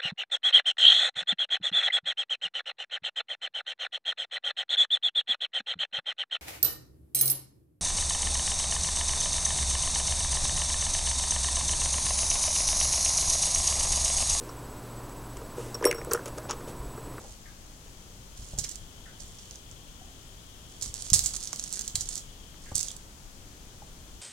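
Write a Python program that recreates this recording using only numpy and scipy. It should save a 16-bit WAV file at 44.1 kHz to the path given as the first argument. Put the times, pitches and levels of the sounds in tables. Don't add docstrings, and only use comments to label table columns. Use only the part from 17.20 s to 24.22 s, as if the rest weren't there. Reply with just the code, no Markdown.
import sys
import numpy as np
from scipy import signal
from scipy.fft import rfft, irfft, next_fast_len
from scipy.io import wavfile
from scipy.ndimage import uniform_filter1d, map_coordinates

SR = 44100
rng = np.random.default_rng(int(sys.argv[2]) if len(sys.argv) > 2 else 0)


def generate_wav(sig):
    pcm = np.round(np.clip(np.atleast_2d(sig).T, -1, 1) * 32767).astype(np.int16)
    wavfile.write(sys.argv[1], SR, pcm)


N = 309395
T = np.arange(N) / SR


# start in seconds, level in dB, click pitch in Hz, bouncing time in seconds.
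JOLTS = [(1.387, -9, 7000, 0.016), (1.4413, -18, 6100, .002), (1.4452, -15.5, 6000, 0.0045),
         (1.493, -18, 7150, .003), (1.5134, -20.5, 6740, 0.01), (1.557, -20, 7100, 0.0027),
         (2.004, -26, 6200, .003), (2.1864, -32, 5900, 0.02), (2.3101, -26, 5800, .002),
         (2.3572, -26, 6400, 0.0018), (2.5132, -28.5, 6950, 0.0022), (3.624, -12.5, 6800, 0.014),
         (3.7411, -15, 7500, 0.0023), (3.823, -14.5, 8000, 0.0022), (3.9017, -9.5, 6500, 0.007),
         (3.9322, 1.5, 6950, 0.0033), (3.936, 4.5, 7960, 0.013), (3.9923, -4.5, 7200, .002),
         (4.0392, -12, 7550, 0.017), (4.06, -5.5, 7100, 0.011), (4.137, -17, 7500, 0.0033),
         (4.164, -13, 7260, 0.0075), (4.2284, -17.5, 6600, .002), (4.2365, -16.5, 7360, .002),
         (4.2737, -17, 6200, 0.0066), (4.3301, -13, 6500, 0.0034), (4.36, -19.5, 6500, .002),
         (4.396, -12.5, 6500, .003), (4.4394, -13.5, 7100, 0.0024), (4.5268, -13, 7600, 0.0032),
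         (4.537, -16, 7400, 0.0062), (4.5933, -10.5, 7200, 0.0022), (4.6108, -16, 7150, .002),
         (4.6186, -19, 6470, .002), (4.6786, -11, 7240, 0.0022), (4.7554, -7, 7500, 0.0089),
         (4.8088, -12, 6700, .012), (4.8889, -13.5, 7840, 0.0069), (4.9558, -13.5, 7000, 0.0018),
         (4.9789, -15, 6860, 0.004), (5.5518, -18, 6500, 0.0018), (5.555, -5, 8050, 0.0061),
         (5.5635, -9.5, 7400, .002), (5.5803, -9, 7900, 0.0021), (5.5931, -10, 6600, 0.0028),
         (5.6048, -11.5, 6360, .004), (5.61, -10, 7000, .002), (5.6299, -9.5, 7500, 0.0027),
         (5.6844, -16.5, 6500, 0.0036), (5.7156, -19, 7500, 0.0027), (5.7654, -24, 8040, 0.0036)]

def bounces(count=10, gap_s=.0028, gap_spread=.4, loss_db=12.5, pitch_octaves=.15):
    contacts = []
    for (s, db, hz, bouncing_s), (gap, spot) in zip(JOLTS, rng.uniform(-1, 1, (len(JOLTS), 2, count))):
        delays = np.cumsum(gap_s * (1 + gap_spread * gap))
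        levels = db - loss_db * delays / max(bouncing_s, gap_s / 2)
        pitches = hz * 2 ** (pitch_octaves * spot)
        contacts += [(s, db, hz), *zip(s + delays, levels, pitches)]
    return contacts


# frequency in Hz, relative level in dB.
CLATTER_SPECTRUM = [(300, -28), (1000, -27.5), (2000, -20), (3000, -19), (4300, -3.5), (5500, -0.5),
                    (6700, 4.5), (8100, 2), (9300, -2), (11500, -12), (16000, -45)]

def clicks(rise_s=.0002, snap_db=-9, snap_hz=11500, snap_scatter_db=5, snap_s=.00006, chatter_db=-10):
    t = T[:SR // 20]
    ping_shape = (t / rise_s * np.exp(1 - t / rise_s)) ** 2
    snap = np.exp(-((t - rise_s / 2) / snap_s) ** 2) * np.cos(2 * np.pi * snap_hz * t)
    settle = fade(t, t60=.011) * (1 - np.exp(-(t / rise_s / 2) ** 2))
    strikes, chatter_power = np.zeros(N), np.zeros(N)
    contacts = bounces()
    for (s, db, hz), (phase, hardness) in zip(contacts, rng.uniform(-.92, 1, (len(contacts), 2))):
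        ping = ping_shape * np.sin(2 * np.pi * (hz * t + phase))
        strike = ping + snap * undb(snap_db + snap_scatter_db * hardness)
        add(strikes, s, undb(db) * strike)
        add(chatter_power, s, (undb(db) * settle) ** 2)
    chatter = np.sqrt(chatter_power) * unit(colour(rng.standard_normal(N), CLATTER_SPECTRUM))
    return strikes + undb(chatter_db) * chatter


# start in seconds, length in seconds,
# opening level in dB, loss by the end in dB (negative where the bout grows).
RATTLE_BOUTS = [(0, 0.13, -54, -4), (1.162, 0.18, -51, -2.5), (1.375, .05, -41, 7), (1.43, 0.13, -36, 12.5),
                (1.99, 0.039, -45, 0.5), (2.04, 0.32, -55, 0), (3.493, 0.19, -53.5, 6),
                (3.606, 0.075, -34, 7), (3.745, 0.14, -40.5, -1), (3.94, 0.08, -20, 18.5),
                (4.042, 0.064, -31.5, 7), (4.134, 0.027, -36, 0), (4.197, .07, -38, -1.5),
                (4.29, 0.24, -45, -4), (4.538, 0.16, -36.5, 6.5), (4.75, 0.12, -40, 2.5),
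                (4.897, 0.086, -39, -0.5), (5.415, .11, -54.5, -3), (5.545, .17, -35, 10)]

def motion(attack_s=.0022, release_t60=.12):
    power = np.zeros(N)
    for start, length, db, sag_db in RATTLE_BOUTS:
        t = T[:int((length + release_t60) * SR)]
        attack = np.minimum(t / attack_s, 1)
        held = undb(db - sag_db * np.minimum(t / length, 1))
        release = fade(np.maximum(t - length, 0), release_t60)
        add(power, start, (attack * held * release) ** 2)
    return np.sqrt(power)


def rattle(per_second=190, scatter_db=4.5, tilt_db_per_octave=4):
    out = np.zeros(N)
    for tilt in (-tilt_db_per_octave, 0, tilt_db_per_octave):
        sizes = undb(scatter_db * np.clip(rng.standard_normal(N), -2, 2)) * rng.choice([-1, 1], N)
        contacts = (rng.random(N) < per_second / SR) * sizes
        spectrum = [(hz, db + tilt * np.log2(hz)) for hz, db in CLATTER_SPECTRUM]
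        out += unit(colour(contacts, spectrum))
    return motion() * unit(out)


# frequency in Hz, relative level in dB, t60 in seconds.
CAGE_MODES = [(4666, -3, .25), (5184, -9, .22), (5631, -3, .22), (6223, -4, .25), (6380, -2, .25),
              (6525, -6, .22), (6669, -1, .2), (6803, -2, .22), (6988, 0, .22), (7133, -3, .2),
              (7487, -8, .2), (7700, -2, .22), (7933, -1, .22), (8237, 2, .24), (8350, 1, .2),
              (8850, -4, .2), (9254, -5, .19), (10119, 4, .2)]

def cage(contacts, ring_db=-61):
    t = T[:SR // 2]
    ring = sum(undb(db) * fade(t, t60) * np.cos(2 * np.pi * hz * t) for hz, db, t60 in CAGE_MODES)
    return contacts + undb(ring_db) * convolve(contacts, ring)


# start in seconds, level in dB, floor pitch in Hz, t60 in seconds.
LANDINGS = [(1.193, -36.5, 52.3, 0.24), (1.335, -30, 48, 0.16), (1.384, -28, 58.4, 0.081),
            (3.668, -36.5, 54, 0.24), (3.921, -21.5, 63, 0.037), (3.94, -34, 78.4, 0.27),
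            (4.026, -35, 49.6, 0.3), (4.745, -32.5, 69, 0.02), (4.778, -42, 77, 0.073),
            (4.809, -41, 33, 0.69), (5.519, -33.5, 86, 0.052), (5.553, -34.5, 60, 0.053)]
# mode frequency in Hz, relative level in dB, t60 in seconds.
FLOOR_MODES = [(87, -4, 0.12), (115.2, -13.5, 0.3), (143.3, -15.5, 0.35)]

def thuds(level_db=1):
    t, out = T[:SR // 2], np.zeros(N)
    boards = sum(undb(db) * fade(t, t60) * np.sin(2 * np.pi * hz * t) for hz, db, t60 in FLOOR_MODES)
    for s, db, hz, t60 in LANDINGS:
        phase = 2 * np.pi * hz * t
        cushion = 1 - np.exp(-phase ** 2)
        add(out, s, undb(db + level_db) * cushion * (fade(t, t60) * np.sin(phase) + boards))
    return out


# start in seconds, level in dB, low and high band edges in Hz, t60 in seconds.
PAWS_AND_TEETH = [(.008, -51.5, 250, 800, 0.38), (0.04, -50, 350, 900, 0.28), (.66, -49.5, 450, 880, 0.07),
                  (1.332, -43.5, 390, 800, 0.06), (1.379, -42.5, 387, 645, 0.093),
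                  (1.442, -45, 1370, 3800, 0.11), (2.812, -53.5, 700, 780, 0.28),
                  (4.137, -47, 350, 1100, 0.059), (4.33, -32, 330, 1470, 0.021),
                  (4.758, -45.5, 696, 2420, 0.046), (4.755, -21.5, 3600, 5000, 0.02),
                  (5.343, -45, 300, 1700, 0.016), (5.515, -38.5, 380, 940, 0.058),
                  (5.683, -35, 3120, 3800, 0.03), (5.702, -39, 3100, 3750, 0.034),
                  (6.62, -47.5, 690, 930, 0.064)]

def knocks(rise_s=.0005):
    t, out = T[:SR // 4], np.zeros(N)
    for s, db, low_hz, high_hz, t60 in PAWS_AND_TEETH:
        burst = unit(band(rng.standard_normal(len(t)), low_hz, high_hz))
        add(out, s, undb(db) * burst * fade(t, t60) * (1 - np.exp(-t / rise_s)))
    return out


# start in seconds, relative level in dB.
SQUEAKS = [(0.254, -39.5), (1.856, -39), (4.557, -43.5), (5.457, -39.5)]

def squeaks(start_hz=2600, end_hz=1560, glide_s=.004, rise_s=.002, t60=.12, roughness=.1):
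    t, out = T[:SR // 5], np.zeros(N)
    glide_hz = end_hz + (start_hz - end_hz) * np.exp(-t / glide_s)
    envelope = (1 - np.exp(-t / rise_s)) * fade(t, t60)
    for s, db in SQUEAKS:
        jitter = unit(uniform_filter1d(rng.standard_normal(len(t)), size=25))
        hz = glide_hz * (1 + roughness * jitter)
        add(out, s, undb(db) * envelope * np.sin(2 * np.pi * np.cumsum(hz) / SR))
    return out


def room(x, wet_db, t60=.29, build_s=.0013):
    t = T[:SR // 2]
    tails = rng.standard_normal((2, len(t))) * fade(t, t60) * (1 - np.exp(-(t / build_s) ** 2))
    return undb(wet_db) * np.array([convolve(x, tail / np.linalg.norm(tail)) for tail in tails])


# frequency in Hz, left and right levels in dB per Hz, their correlation.
ROOM_TONE = [(29.4, -61.5, -66, 0.89), (57.5, -72, -70.5, 0.97), (106, -73.5, -77, 0.93),
             (245, -82.5, -81.5, 0.85), (488, -87.5, -88.5, 0.65), (1054, -90, -91.5, -0.031),
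             (2110, -94, -96, -0.28), (2580, -92.5, -99.5, 0.36), (5260, -91, -97.5, -0.1),
             (6500, -88, -95, 0.083), (8320, -93.5, -101.5, 0.12), (13500, -101.5, -104.5, 0.015),
             (15600, -101, -104, -0.16)]
# time in seconds, level in dB.
HISS_SWELL = [(0, -67), (.8, -62), (1.6, -56), (2.7, -56.5), (3.5, -56), (5.2, -55), (5.9, -64.5),
              (7, -59.5)]

def ambience(hiss_low_hz=2950, hiss_high_hz=3500):
    size = next_fast_len(N)
    left_db, right_db, correlation = (across(np.array(ROOM_TONE)[:, [0, k]], size) for k in (1, 2, 3))
    white = rfft(rng.standard_normal((2, size))) * np.sqrt(SR) / 2
    shared, opposed = white * np.sqrt([1 + correlation, 1 - correlation])
    left = irfft((shared + opposed) * undb(left_db), size)[:N]
    right = irfft((shared - opposed) * undb(right_db), size)[:N]
    swell = undb(np.interp(T, *np.transpose(HISS_SWELL)))
    hiss = swell * unit(band(rng.standard_normal(N), hiss_low_hz, hiss_high_hz))
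    low_cut = signal.butter(2, 20, "high", fs=SR, output="sos")
    return signal.sosfilt(low_cut, [left + hiss, right])


def undb(db):
    return 10 ** (np.asarray(db) / 20)


def unit(x):
    return x / np.sqrt(np.mean(x ** 2))


def fade(t, t60):
    return np.exp(-np.log(1000) * t / t60)


def add(track, s, sound):
    i = max(int(s * SR), 0)
    track[i:i + len(sound)] += sound[:len(track) - i]


def across(points, size):
    hz, value = np.transpose(points)
    return np.interp(np.log(np.fft.rfftfreq(size, 1 / SR) + 1), np.log(hz), value)


def colour(x, points):
    size = next_fast_len(len(x))
    return irfft(rfft(x, size) * undb(across(points, size)), size)[:len(x)]


def band(x, low_hz, high_hz):
    return signal.sosfilt(signal.butter(2, [low_hz, high_hz], "band", fs=SR, output="sos"), x)


def convolve(x, response):
    return signal.oaconvolve(x, response)[:N]


# frequency in Hz, gain in dB.
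LEFT_MIC_RESPONSE = [(500, 4.5), (2000, -4.5), (3500, 0), (5000, -6), (6200, -10.5), (7300, -15.5),
                     (9000, -14.5), (12000, -13), (16000, -4)]

def scene():
    toy = cage(clicks() + rattle())
    early = map_coordinates(toy, [np.arange(N) + 1.7], order=3)
    left = colour(early + room(toy, wet_db=-1)[0], LEFT_MIC_RESPONSE)
    right = toy + room(toy, wet_db=-9)[1]
    knock, squeak = knocks(), squeaks()
    knocks_in_room = knock + room(knock, wet_db=-6)
    squeaks_in_room = undb(-10) * squeak + room(squeak, wet_db=-3)
    return np.array([left, right]) + thuds() + knocks_in_room + squeaks_in_room + ambience()


def record(dry):
    top_cut = signal.ellip(8, .2, 70, 15900, fs=SR, output="sos")
    return signal.sosfilt(top_cut, np.clip(dry, -1, 1))


dry = scene()
out = record(dry)
generate_wav(out)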